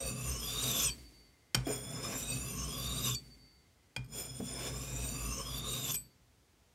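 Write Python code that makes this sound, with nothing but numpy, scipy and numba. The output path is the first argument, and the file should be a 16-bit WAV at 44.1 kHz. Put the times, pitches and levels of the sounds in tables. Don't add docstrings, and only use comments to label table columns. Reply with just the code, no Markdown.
import sys
import numpy as np
from scipy import signal
from scipy.fft import rfft, irfft, next_fast_len
from scipy.io import wavfile
from scipy.ndimage import uniform_filter1d
from numba import njit

SR = 44100
rng = np.random.default_rng(int(sys.argv[2]) if len(sys.argv) > 2 else 0)


def pcm_store(signal):
    levels = np.round(np.clip(np.atleast_2d(signal), -1, 1) * 32767)
    wavfile.write(sys.argv[1], SR, levels.astype(np.int16).T)


N = 297234

# freq_hz, gain_db
GRUMBLE_SPECTRUM = [(180, 0.5), (300, 1), (400, 0), (460, 0), (520, -4.5), (600, -4.5), (788, -5.5),
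                    (1110, -4.5), (1260, -14), (1510, -6.5), (1880, -12.5), (2400, -4.5), (3120, -75.5),
                    (5280, -120)]
# freq_hz, relative level_db, undamped t60_s
BENCH_MODES = [(56.6, -5.5, 0.86), (102, -17, 0.65), (127.25, 1, 0.52), (145.6, -1, 0.28),
               (189.6, -4.5, 0.21), (229, -5.5, 0.26), (255.9, -10, 0.39), (416.3, -14.5, 0.26),
               (517.5, -20, 0.074), (653.3, -25, 0.11)]


def amp(db):
    return 10 ** (np.asarray(db) / 20)


def evened(x):
    return x / np.sqrt(np.mean(x ** 2) + 1e-20)


def add(mix, start_s, sound):
    part = mix[round(start_s * SR):][:len(sound)]
    part += sound[:len(part)]


def played(rows):
    at_s, *columns = np.transpose(rows)
    t = np.arange(at_s[0], at_s[-1], 1 / SR)
    return at_s[0], t, [np.interp(t, at_s, column) for column in columns]


def coloured(x, spectrum):
    size = next_fast_len(len(x))
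    hz, db = np.transpose(spectrum)
    bin_hz = np.fft.rfftfreq(size, 1 / SR)
    gain = amp(np.interp(np.log(bin_hz + 1), np.log(hz), db))
    return evened(irfft(rfft(x, size) * gain, size)[:len(x)])


def drift(count, size):
    once = uniform_filter1d(rng.standard_normal(count), size=size)
    return evened(uniform_filter1d(once, size=size))


@njit
def smooth(x, pole):
    y, state = np.empty_like(x), 0j
    for i in range(len(x)):
        state = pole[i] * state + (1 - pole[i]) * x[i]
        y[i] = state
    return y


def resonate(x, hz, width_hz, skirt):
    turn = np.exp(2j * np.pi * np.cumsum(hz) / SR)
    a = np.exp(-np.pi * width_hz / SR)
    b = np.exp(-np.pi * width_hz * skirt / SR)
    power = (1 - a) * (1 - b) * (1 + a * b) / ((1 + a) * (1 + b) * (1 - a * b))
    baseband = smooth(smooth(x / turn, a), b)
    return (turn * baseband).real * np.sqrt(2 / power)


def grains(count, catch_db, judder_db):
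    jumps, judder, noise = rng.standard_normal((count, 3)).T
    size_db = catch_db * evened(uniform_filter1d(jumps, size=30))
    size_db += judder_db * evened(uniform_filter1d(judder, size=1200))
    return evened(amp(size_db) * noise)


def ring(hz, db, t60_s, t):
    return amp(db - 60 * t / t60_s) * np.sin(2 * np.pi * hz * t)


def grit_hiss(where, tilt_db):
    # freq_hz, gain_db
    grit_spectrum = [(880, -1.5), (1500, 9), (2020, -4), (2550, 15), (3400, 9.5), (4220, 6), (5600, 7.5),
                     (6500, 5), (7040, 7), (7620, 4.5), (10300, -1.5), (13000, -3.5), (15800, -14)]
    # place (0 toe, 1 heel), level_db re the scrape
    hiss_levels = [(0, -9.5), (0.15, -11.5), (0.25, -5.5), (0.4, -8.5), (0.6, -9.5), (0.8, -7.5), (0.9, -8),
                   (0.94, -11), (1, -9)]
    lean_toe, lean_heel, lean_per_db = 0.54, 0.51, 0.02
    wander_db = 1.5
    hiss = coloured(grains(len(where), catch_db=.9, judder_db=.6), grit_spectrum)
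    bright = evened(signal.lfilter([1, -1], [1], hiss))
    lean = np.clip(lean_toe + (lean_heel - lean_toe) * where + lean_per_db * tilt_db, 0, 1)
    level_db = np.interp(where, *np.transpose(hiss_levels)) + wander_db * drift(len(where), size=3000)
    return amp(level_db) * ((1 - lean) * hiss + lean * bright)


def pinned_steel(grit, where, tilt_db, aim):
    # place (0 toe, 1 heel), freq_hz before the floor, level_db re the scrape
    edge_modes = [
        [(0.0, 1120, -58), (0.18, 1090, -34), (0.25, 1140, -18), (0.32, 1130, -19), (0.37, 1150, -41),
         (0.45, 1184, -25), (0.6, 1108, -14), (0.8, 1177, -14), (1.0, 1040, -37.5)],
        [(0.0, 1550, -46), (0.15, 1490, -62), (0.3, 1504, -45.5), (1.0, 1635, -42)],
        [(0.0, 2390, -7), (0.15, 2390, -42), (0.3, 2426, -22), (0.42, 2535, -16.5), (0.52, 2650, -16),
         (0.58, 2760, -13.5), (0.62, 3010, -11.5), (0.65, 3250, -6.5), (0.72, 3570, -3), (0.8, 3783, -1.5),
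         (0.86, 3720, -7.5), (0.9, 3490, -10), (0.93, 3453, -11.5), (0.97, 3370, -20.5), (1.0, 3080, -15)],
        [(0.0, 3310, -14), (0.15, 3440, -10), (0.3, 3620, -18.5), (0.4, 3775, -11), (0.47, 3750, -18),
         (0.52, 3450, -22), (0.57, 3170, -25), (0.62, 2850, -18), (0.7, 2750, -25), (0.85, 2850, -19.5),
         (0.93, 2890, -26), (1.0, 2330, -15)],
        [(0.0, 5170, -7.5), (0.2, 5185, -8), (0.3, 5187, -12.5), (0.36, 5270, -16), (0.385, 4700, -34),
         (0.42, 4620, -14), (0.46, 4476, -13.5), (0.52, 4885, -17.5), (0.6, 5400, -7), (0.66, 5130, -6),
         (0.72, 4700, -6), (0.77, 4430, -13.5), (0.81, 4625, -13.5), (0.85, 4940, -11), (0.89, 4940, -18.5),
         (0.93, 5300, -18), (0.97, 5260, -15), (1.0, 4860, -16)],
        [(0.0, 5320, -20), (0.2, 5910, -17.5), (0.4, 5860, -9.5), (0.5, 5850, -16), (0.59, 6320, -1),
         (0.64, 6050, -13), (0.7, 5720, -13.5), (0.76, 5830, -16), (0.85, 5990, -12), (0.92, 6115, -8),
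         (1.0, 5720, -9)],
        [(0.0, 7030, -8), (0.1, 7020, -7), (0.2, 7020, -7.5), (0.35, 7320, -5.5), (0.42, 7100, -9),
         (0.52, 7070, -6), (0.59, 7000, -15.5), (0.7, 6970, -13), (0.83, 7120, -6.5), (0.88, 7310, -10),
         (0.93, 7060, -10), (1.0, 6800, -12)],
        [(0.0, 8990, -13), (0.1, 8855, -1.5), (0.2, 8830, -11), (0.27, 8560, -10), (0.33, 8270, -20),
         (0.39, 7660, -8.5), (0.45, 8580, -1.5), (0.49, 9000, -8.5), (0.52, 9220, -8), (0.55, 9000, -4),
         (0.58, 8330, -10.5), (0.6, 7740, -6.5), (0.63, 8620, -10), (0.66, 8620, -11), (0.71, 9040, -19.5),
         (0.76, 8740, -13.5), (0.82, 8540, -7.5), (0.87, 8160, -13), (0.9, 8040, -11), (0.92, 8480, -10.5),
         (0.94, 8740, -13), (0.97, 8170, 5), (1.0, 7800, -6)],
        [(0.0, 10070, -21), (0.12, 10100, -11), (0.24, 9950, -17), (0.4, 9800, -21), (0.5, 10020, -13.5),
         (0.6, 9800, -28), (0.65, 9520, -17), (0.72, 9820, -13.5), (0.82, 10000, -20.5), (0.9, 9560, -27.5),
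         (1.0, 9570, -28)],
        [(0.0, 11000, -43), (0.2, 10400, -17), (0.3, 11030, -14), (0.4, 10350, -18.5), (0.5, 11020, -14),
         (0.58, 11150, -22), (0.7, 10700, -22), (0.8, 11080, -21.5), (0.9, 11390, -9), (1.0, 11430, -32.5)],
        [(0.0, 12200, -30), (0.2, 12300, -30), (0.3, 12500, -22), (0.39, 12480, -17), (0.45, 12600, -32),
         (0.52, 12300, -9), (0.57, 12460, -14), (0.61, 12550, -32), (0.66, 12100, -18), (0.71, 12640, -11.5),
         (0.78, 12280, -19), (0.86, 12200, -24), (0.93, 12000, -18), (1.0, 12460, -9.5)],
        [(0.0, 13900, -18), (0.08, 13800, -14), (0.17, 13700, -17), (0.24, 13500, -22), (0.3, 13000, -15),
         (0.35, 12800, -13), (0.39, 12900, -20), (0.43, 13800, -12), (0.46, 13700, -9), (0.49, 13400, -20),
         (0.52, 12700, -16), (0.56, 13400, -14), (0.6, 14000, -20), (0.65, 13000, -17), (0.71, 13100, -20.5),
         (0.76, 12930, -25), (0.81, 13570, -18.5), (0.85, 13300, -9.5), (0.88, 12760, -8.5),
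         (0.92, 12920, -13.5), (1.0, 12660, -20)],
        [(0.0, 15400, -30), (0.25, 15200, -23), (0.5, 15500, -30), (0.75, 15100, -68), (1.0, 15800, -44)],
    ]
    # toe-end bandwidth_hz at the free pitch, extra Hz per Hz away from it
    edge_widths = [(82.4, 0.017), (50.9, 0.1), (36, 0.048), (36, 0.032), (29.7, 0.045), (90, 0.3),
                   (61, 0.24), (45.3, 0.081), (150, 0.056), (150, .05), (48.8, 0.065), (90, 0.2),
                   (200, .05)]
    free_pitches = [1050, 1500, 2390, 2390, 4565, 5690, 6780, 8045, 9500, 10700, 12400, 12600, 15000]
    wobble = 0.004
    blur = 0.39
    flutter_db = 2
    count = len(where)
    out = np.zeros(count)
    modes = zip(edge_modes, edge_widths, free_pitches, aim)
    for k, (mode, (width_hz, widening), free_hz, (toe_db, heel_db)) in enumerate(modes):
        place, hz, db = np.transpose(mode)
        glide_hz = np.interp(where, place, np.maximum(hz, free_hz))
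        pinned_hz = uniform_filter1d(glide_hz, size=1200) * (1 + wobble * drift(count, size=400))
        spread_hz = (width_hz + abs(widening * (pinned_hz - free_hz))) * (1 + blur * where)
        level_db = np.interp(where, place, db) + toe_db + (heel_db - toe_db) * where
        level_db += flutter_db * drift(count, size=900)
        level_db += tilt_db * np.clip(np.log2(pinned_hz / 6000), -1, 1)
        out += (-1) ** k * amp(level_db) * resonate(grit, pinned_hz, spread_hz, skirt=4)
    return out


def stone_grumble(grit):
    # freq_hz, bandwidth_hz, level_db re the grumble
    stone_modes = [(258.8, 21, -11.5), (410, 70, -18), (521.7, 54, -10.5), (660.5, 100, -16.5),
                   (1310, 80, -21.5), (1623, 90, -33)]
    flutter_db = 4.5
    one = np.ones(len(grit))
    out = coloured(grit, GRUMBLE_SPECTRUM)
    for hz, width_hz, db in stone_modes:
        level = amp(db + flutter_db * drift(len(grit), size=2500))
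        out += level * resonate(grit, hz * one, width_hz * one, skirt=7.6)
    return out


def stroke(rows, place, aim):
    start_s, t, (scrape_db, grumble_db, tilt_db) = played(rows)
    where = np.interp(t, *np.transpose(place))
    grit = grains(len(t), catch_db=1., judder_db=.9)
    scrape = grit_hiss(where, tilt_db) + pinned_steel(grit, where, tilt_db, aim)
    sound = amp(scrape_db) * scrape + amp(grumble_db) * stone_grumble(grit)
    return start_s, sound * signal.windows.tukey(len(t), 600 / len(t))


def bench(rows, fade_db_per_s):
    let_go_db, let_go_s = -10, 0.037
    sway_hz, wander_db = 4, 3.5
    at_s, upper_db, low_db = np.transpose(rows)
    t = np.arange(at_s[0], at_s[-1] + 1, 1 / SR)
    after_s = np.maximum(t - at_s[-1], 0)
    dying_db = let_go_db * (1 - np.exp(-after_s / let_go_s)) - fade_db_per_s * after_s
    push, one = grains(len(t), catch_db=-0.5, judder_db=1.0), np.ones(len(t))
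    low_hz = BENCH_MODES[0][0] + sway_hz * drift(len(t), size=2000)
    low = np.sqrt(2) * np.sin(2 * np.pi * np.cumsum(low_hz) / SR)
    low *= amp(wander_db * drift(len(t), size=2500))
    upper = np.zeros(len(t))
    for hz, db, t60_s in BENCH_MODES[1:]:
        upper += amp(db) * resonate(push, hz * one, 4 / t60_s * one, skirt=3.9)
    sound = amp(np.interp(t, at_s, low_db)) * low + amp(np.interp(t, at_s, upper_db)) * evened(upper)
    return t[0], amp(dying_db) * sound * signal.windows.tukey(len(t), 2500 / len(t))


def room_tone():
    # freq_hz, gain_db
    air_spectrum = [(24, -41.5), (40, -2), (106, -6), (126, -10), (1230, -24), (1360, -23.5), (1620, -25),
                    (1840, -25), (1980, -25.5), (6750, -28), (15800, -38)]
    air_db = -68
    return amp(air_db) * coloured(rng.standard_normal(N), air_spectrum)


def lift(delay_s, away_s, second_db, start_s, grip, facing_db, chime_db, rustle_db, fade_db_per_s,
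         fill, whistle_db, *levels_db):
    # freq_hz, t60_s
    free_modes = [(2400, 0.06), (5695, 0.035), (6900, 0.025), (8045, 0.21), (8054, 0.08), (11330, 0.16),
                  (12410, 0.21), (12600, 0.032)]
    # freq_hz, t60_s at grip 1
    chime_mode = (4566, 1.4)
    # start_hz, sag_hz_per_s, bandwidth_hz, fade_db_per_s
    whistle_setting = (2140, 130, 110, 8.2)
    lobe_count, swing_s = 3, .165
    second_s = 0.11
    turned_db = -8
    t = np.arange(SR) / SR
    modes = sum(ring(hz, db, t60_s, t) for (hz, t60_s), db in zip(free_modes, levels_db))
    swung = 1 - np.exp(-(np.maximum(t - delay_s, 0) / swing_s) ** 2)
    lobes = np.hypot(fill, np.cos(lobe_count * np.pi * swung))
    aim_db = facing_db * np.exp(-(t / 0.055) ** 2)
    aim_db += second_db * np.exp(-((t - second_s) / 0.06) ** 2)
    aim_db += turned_db / (1 + np.exp((away_s - t) / 0.024))
    chime_hz, chime_t60_s = chime_mode
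    chime = lobes * ring(chime_hz, chime_db + aim_db, chime_t60_s / grip, t)
    hz, sag_hz_per_s, width_hz, dying_db_per_s = whistle_setting
    fuzz = resonate(rng.standard_normal(len(t)), hz - sag_hz_per_s * t, width_hz + 0 * t, skirt=3.6)
    whistle = amp(whistle_db - dying_db_per_s * t) * fuzz * signal.windows.tukey(len(t), .2)
    swell = 1 - np.exp(-t / .004)
    return start_s, swell * (modes + chime) + whistle


def rustle(start_s, db, fade_db_per_s):
    # freq_hz, gain_db
    sleeve_spectrum = [(150, -36), (250, 4), (565, -16.5), (1420, -23.5), (2080, -17.5), (3880, -21),
                       (4690, -14), (4940, -19.5), (9230, -20.5), (15800, -30)]
    t = np.arange(SR) / SR
    cloth = coloured(grains(len(t), catch_db=.5, judder_db=.7), sleeve_spectrum)
    return start_s, amp(db - fade_db_per_s * t) * cloth * signal.windows.tukey(len(t), 1500 / len(t))


def landing(start_s, db, tilt_db, blow_db, down):
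    # bounced_hz, held_hz, level_db, extra_db when held, t60_s
    landed_modes = [(880, 880, -14, -3, .04), (1480, 1500, -11, 1, .04), (2422, 2420, -8, 5, .072),
                    (3140, 3260, -1, -1, .035), (4550, 4550, -2, -4, .022), (4735, 4800, -2, -3, .025),
                    (5390, 5050, -6, 0, .03), (5720, 5210, -7, 0, .03), (6860, 6890, -4, -5, .024),
                    (8140, 8510, -14, 3, .035), (8300, 8800, -16, 2, .04), (9800, 9840, -19, 0, .035),
                    (12500, 13050, -14, 0, .035), (13000, 13350, -19, 0, .035)]
    t, down = np.arange(SR // 3) / SR, np.clip(down, 0, 1)
    steel = np.zeros(len(t))
    for k, (bounced_hz, held_hz, level_db, extra_db, t60_s) in enumerate(landed_modes):
        hz = bounced_hz + down * (held_hz - bounced_hz)
        mode_db = level_db + down * extra_db + tilt_db * np.log2(bounced_hz / 3000)
        steel += (-1) ** k * ring(hz, mode_db, t60_s, t)
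    crack_spectrum = [(300, -1.0), (1500, -0.5), (4500, -7), (9000, -8.0 + tilt_db),
                      (11000, -19.0 + 2 * tilt_db), (15000, -28 + 2 * tilt_db)]
    crack_decay = amp(-0.5 - 60 * t / 0.023) + amp(-31.5 - 60 * t / 0.43)
    crack = crack_decay * coloured(rng.standard_normal(len(t)), crack_spectrum)
    wood = sum(ring(hz, level_db - 7 * abs(np.log2(hz / 135)), 0.44 * t60_s, t)
               for hz, level_db, t60_s in BENCH_MODES)
    stone = amp(-27.0 - 60 * t / 0.4) * coloured(rng.standard_normal(len(t)), GRUMBLE_SPECTRUM)
    contact = 1 - np.exp(-t / .0015)
    swell = 1 - np.exp(-(t / .016) ** 3)
    tap = amp(db - 0.5) * (steel + crack + stone) * contact
    return start_s, tap + amp(blow_db + 13.0) * wood * swell


def thump(start_s, db, centre_hz, puff_db, rise_s):
    t = np.arange(SR // 2) / SR
    wood = sum(ring(hz, level_db / 2 - 14 * np.log2(hz / centre_hz) ** 2, t60_s, t)
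               for hz, level_db, t60_s in BENCH_MODES)
    puff_spectrum = [(150, -17), (400, -9.0), (600, -14.0), (1100, -31.0), (3000, -42)]
    puff = amp(puff_db - 60 * t / 0.12) * coloured(rng.standard_normal(len(t)), puff_spectrum)
    return start_s, amp(db) * (wood + puff) * (1 - np.exp(-t / rise_s))


def room(x):
    dull_t60_s = 0.21
    t = np.arange(SR // 2) / SR
    taps = rng.choice([-1., 1.], len(t)) * (rng.random(len(t)) < .05) * (t > .004)
    dull = signal.lfilter([.3], [1, -.7], taps)
    tail = taps * amp(-11.0 - 100 * t / dull_t60_s) + dull * amp(-60 * t / dull_t60_s)
    return signal.fftconvolve(x, tail / np.linalg.norm(tail))[:N]


def scene():
    # time_s, scrape_db, grumble_db, tilt_db_per_octave
    strokes = [
        [(0.0, -44, -52.5, -3.5), (0.088, -38.5, -51, -2.5), (0.138, -44.5, -56, -4.5),
         (0.322, -39.5, -51, 0.5), (0.378, -42.5, -54.5, 1.5), (0.55, -38.5, -51, 3.5), (0.716, -33, -45.5, -1),
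         (0.726, -35.5, -50, -6), (0.836, -28, -48.5, 0.5), (0.905, -36, -63, -11.5)],
        [(1.63, -76, -57, 1), (1.658, -49.5, -64, -4), (1.672, -46, -46, 2), (1.732, -39, -46.5, 2),
         (1.808, -49, -54.5, 0), (2.012, -45.5, -48, -3), (2.046, -39.5, -47, -7), (2.15, -41, -43, -3),
         (2.19, -41.5, -51.5, 4), (2.268, -41, -53, -3.5), (2.374, -40, -52.5, -4.5), (2.388, -43.5, -54.5, -1),
         (2.62, -43, -54, -2), (2.82, -41.5, -53.5, 1.5), (3.014, -40.5, -52, -0.5), (3.09, -31.5, -47.5, -6),
         (3.16, -43, -83, -4)],
        [(4.08, -69, -77, -1), (4.11, -59, -66, 1), (4.136, -45, -56.5, 1), (4.206, -40.5, -50, 1),
         (4.316, -52.5, -63, -3.5), (4.358, -51, -61, -1), (4.392, -47.5, -60, 3), (4.406, -57.5, -59, -4),
         (4.45, -45, -60, 0), (4.49, -43.5, -53, -3), (4.56, -44.5, -50, -3.5), (4.62, -42.5, -47, -5),
         (4.69, -41.5, -47, -4), (4.71, -44.5, -50.5, -2.5), (4.81, -45.5, -56, -1), (4.93, -43, -52, -3.5),
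         (5.0, -42.5, -51.5, -0.5), (5.32, -41, -53, -4), (5.48, -44, -53, 1), (5.586, -41.5, -53, 2.5),
         (5.618, -48.5, -53, -1), (5.65, -41.5, -51, -0.5), (5.73, -39, -55, 4.5), (5.74, -37.5, -48.5, 1),
         (5.82, -41, -54, -3), (5.91, -31.5, -47, -1.5), (5.922, -36, -58, 12), (5.942, -40, -77, 0),
         (5.9445, -38, -73, 14), (5.956, -37, -73, 9.5), (5.968, -49, -70, 1)],
    ]
    # time_s, place of contact (0 toe, 1 heel)
    places = [
        [(0, 0.43), (.24, 0.52), (.355, 0.6), (.5, 0.71), (.72, 0.88), (.84, 0.93), (.9, 1)],
        [(1.6, 0.12), (1.68, 0.01), (2.0, .22), (2.24, 0.39), (2.48, 0.52), (2.62, 0.6), (2.8, 0.71),
         (3.07, 0.88), (3.16, 0.9)],
        [(4.03, 0.1), (4.12, 0.03), (4.62, .18), (4.97, 0.39), (5.24, 0.52), (5.37, 0.6), (5.55, 0.71),
         (5.85, 0.88), (5.92, 0.93), (5.962, 1)],
    ]
    # extra toe_db, extra heel_db
    aims = [
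        [(0, 0.5), (0, -2), (0, 0), (0, -4), (0, -1), (0, 0.5), (0, -0.5), (0, -2.5), (0, -3), (0, 1),
         (0, -2.5), (0, -1.5), (0, -1.5)],
        [(0, 0), (0, 0), (0, 0), (0, 0), (0, 0), (0, 0), (0, 0), (0, 0), (0, 0), (0, 0), (0, 0), (0, 0), (0, 0)],
        [(0, 1.5), (0, 0), (0, -0.5), (0, -5.5), (0, -1), (0, -2.5), (0, 1), (0, -3), (0, 0), (0, -1.5),
         (0, -5), (0, 0.5), (0, 2)],
    ]
    # time_s, upper modes_db, lowest mode_db
    shakes = [
        [(0.0, -42, -43), (0.052, -46, -46), (0.124, -42, -64), (0.164, -45.5, -70), (0.292, -47, -43),
         (0.49, -50.5, -48), (0.762, -41.5, -56), (0.895, -47.5, -46)],
        [(1.62, -58, -42), (1.712, -49, -67), (1.768, -52, -55), (1.912, -47, -62), (2.674, -43.5, -44.5),
         (2.708, -44, -55), (2.924, -45, -43), (3.03, -41.5, -51), (3.08, -41, -54), (3.146, -44.5, -46.5)],
        [(4.04, -55, -54), (4.076, -54.5, -63.5), (4.982, -45, -43), (5.36, -44, -49), (5.43, -53, -46.5),
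         (5.732, -44.5, -52), (5.78, -47, -74), (5.953, -47.5, -56)],
    ]
    # start_s, grip (divides chime t60), extra facing_db while aimed at the microphone, chime_db,
    # rustle_db, fade_db_per_s of rustle and shaking, fill of the chime's gaps (0-1), whistle_db,
    # then level_db of each free mode
    lifts = [(0.897, 1.05, 9, -48.5, -53.5, 47.5, 0.18, -75.5, -41, -31, -50, -41, -58, -59, -56, -52),
             (3.146, 1.2, 10, -45.5, -59, 43, 0.18, -77, -40, -29, -21.5, -44, -56, -68, -68, -60),
             (5.96, 2.8, -4, -55, -69, 63, 0.59, -88, -43, -58, -58, -30, -55, -63, -44, -32)]
    # delay_s, away_s (face turned away), extra second lobe_db
    swings = [(-0.0037, .41, -7), (0.0086, 0.5, -7.5), (-.01, .4, 2.5)]
    # start_s, tap level_db before -0.5, tilt_db_per_octave,
    # bench blow_db before +13, staying down (0-1)
    landings = [(1.5455, -19, 1, -34.5, 0.13), (1.5494, -22, 0, -52, 0.01),
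                (3.9628, -29.5, -3.5, -43, 0.94), (4.0437, -63, 9.5, -58, 0.9), (4.06, -66, 7, -71, 0.9),
                (5.944, -37, 5.5, -77, 0.5)]
    # start_s, level_db, centre_hz, puff_db re the blow, rise_s
    thumps = [(1.668, -29, 420, -1, 0.0016), (1.701, -31, 414, -7, 0.0035), (4.398, -35, 244, -3, 0.0016)]
    room_db = -15.5
    near, soft = np.zeros(N), np.zeros(N)
    for rows, place, aim, shake, off, swing in zip(strokes, places, aims, shakes, lifts, swings):
        lift_s, rustle_db, fade_db_per_s = off[0], off[4], off[5]
        add(near, *stroke(rows, place, aim))
        add(soft, *bench(shake, fade_db_per_s))
        add(near, *lift(*swing, *off))
        add(soft, *rustle(lift_s, rustle_db, fade_db_per_s))
    for row in landings:
        add(near, *landing(*row))
    for row in thumps:
        add(near, *thump(*row))
    return (near + amp(room_db) * room(near) + soft + room_tone())[None]


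def record(dry):
    bass_cut_hz, band_limit_hz = 45, 15800
    firm = signal.sosfilt(signal.butter(6, bass_cut_hz, "highpass", fs=SR, output="sos"), dry)
    low_pass = signal.firwin(511, band_limit_hz, window=("kaiser", 9), fs=SR)
    return signal.oaconvolve(firm, low_pass[None], "same")


dry = scene()
out = record(dry)
pcm_store(out)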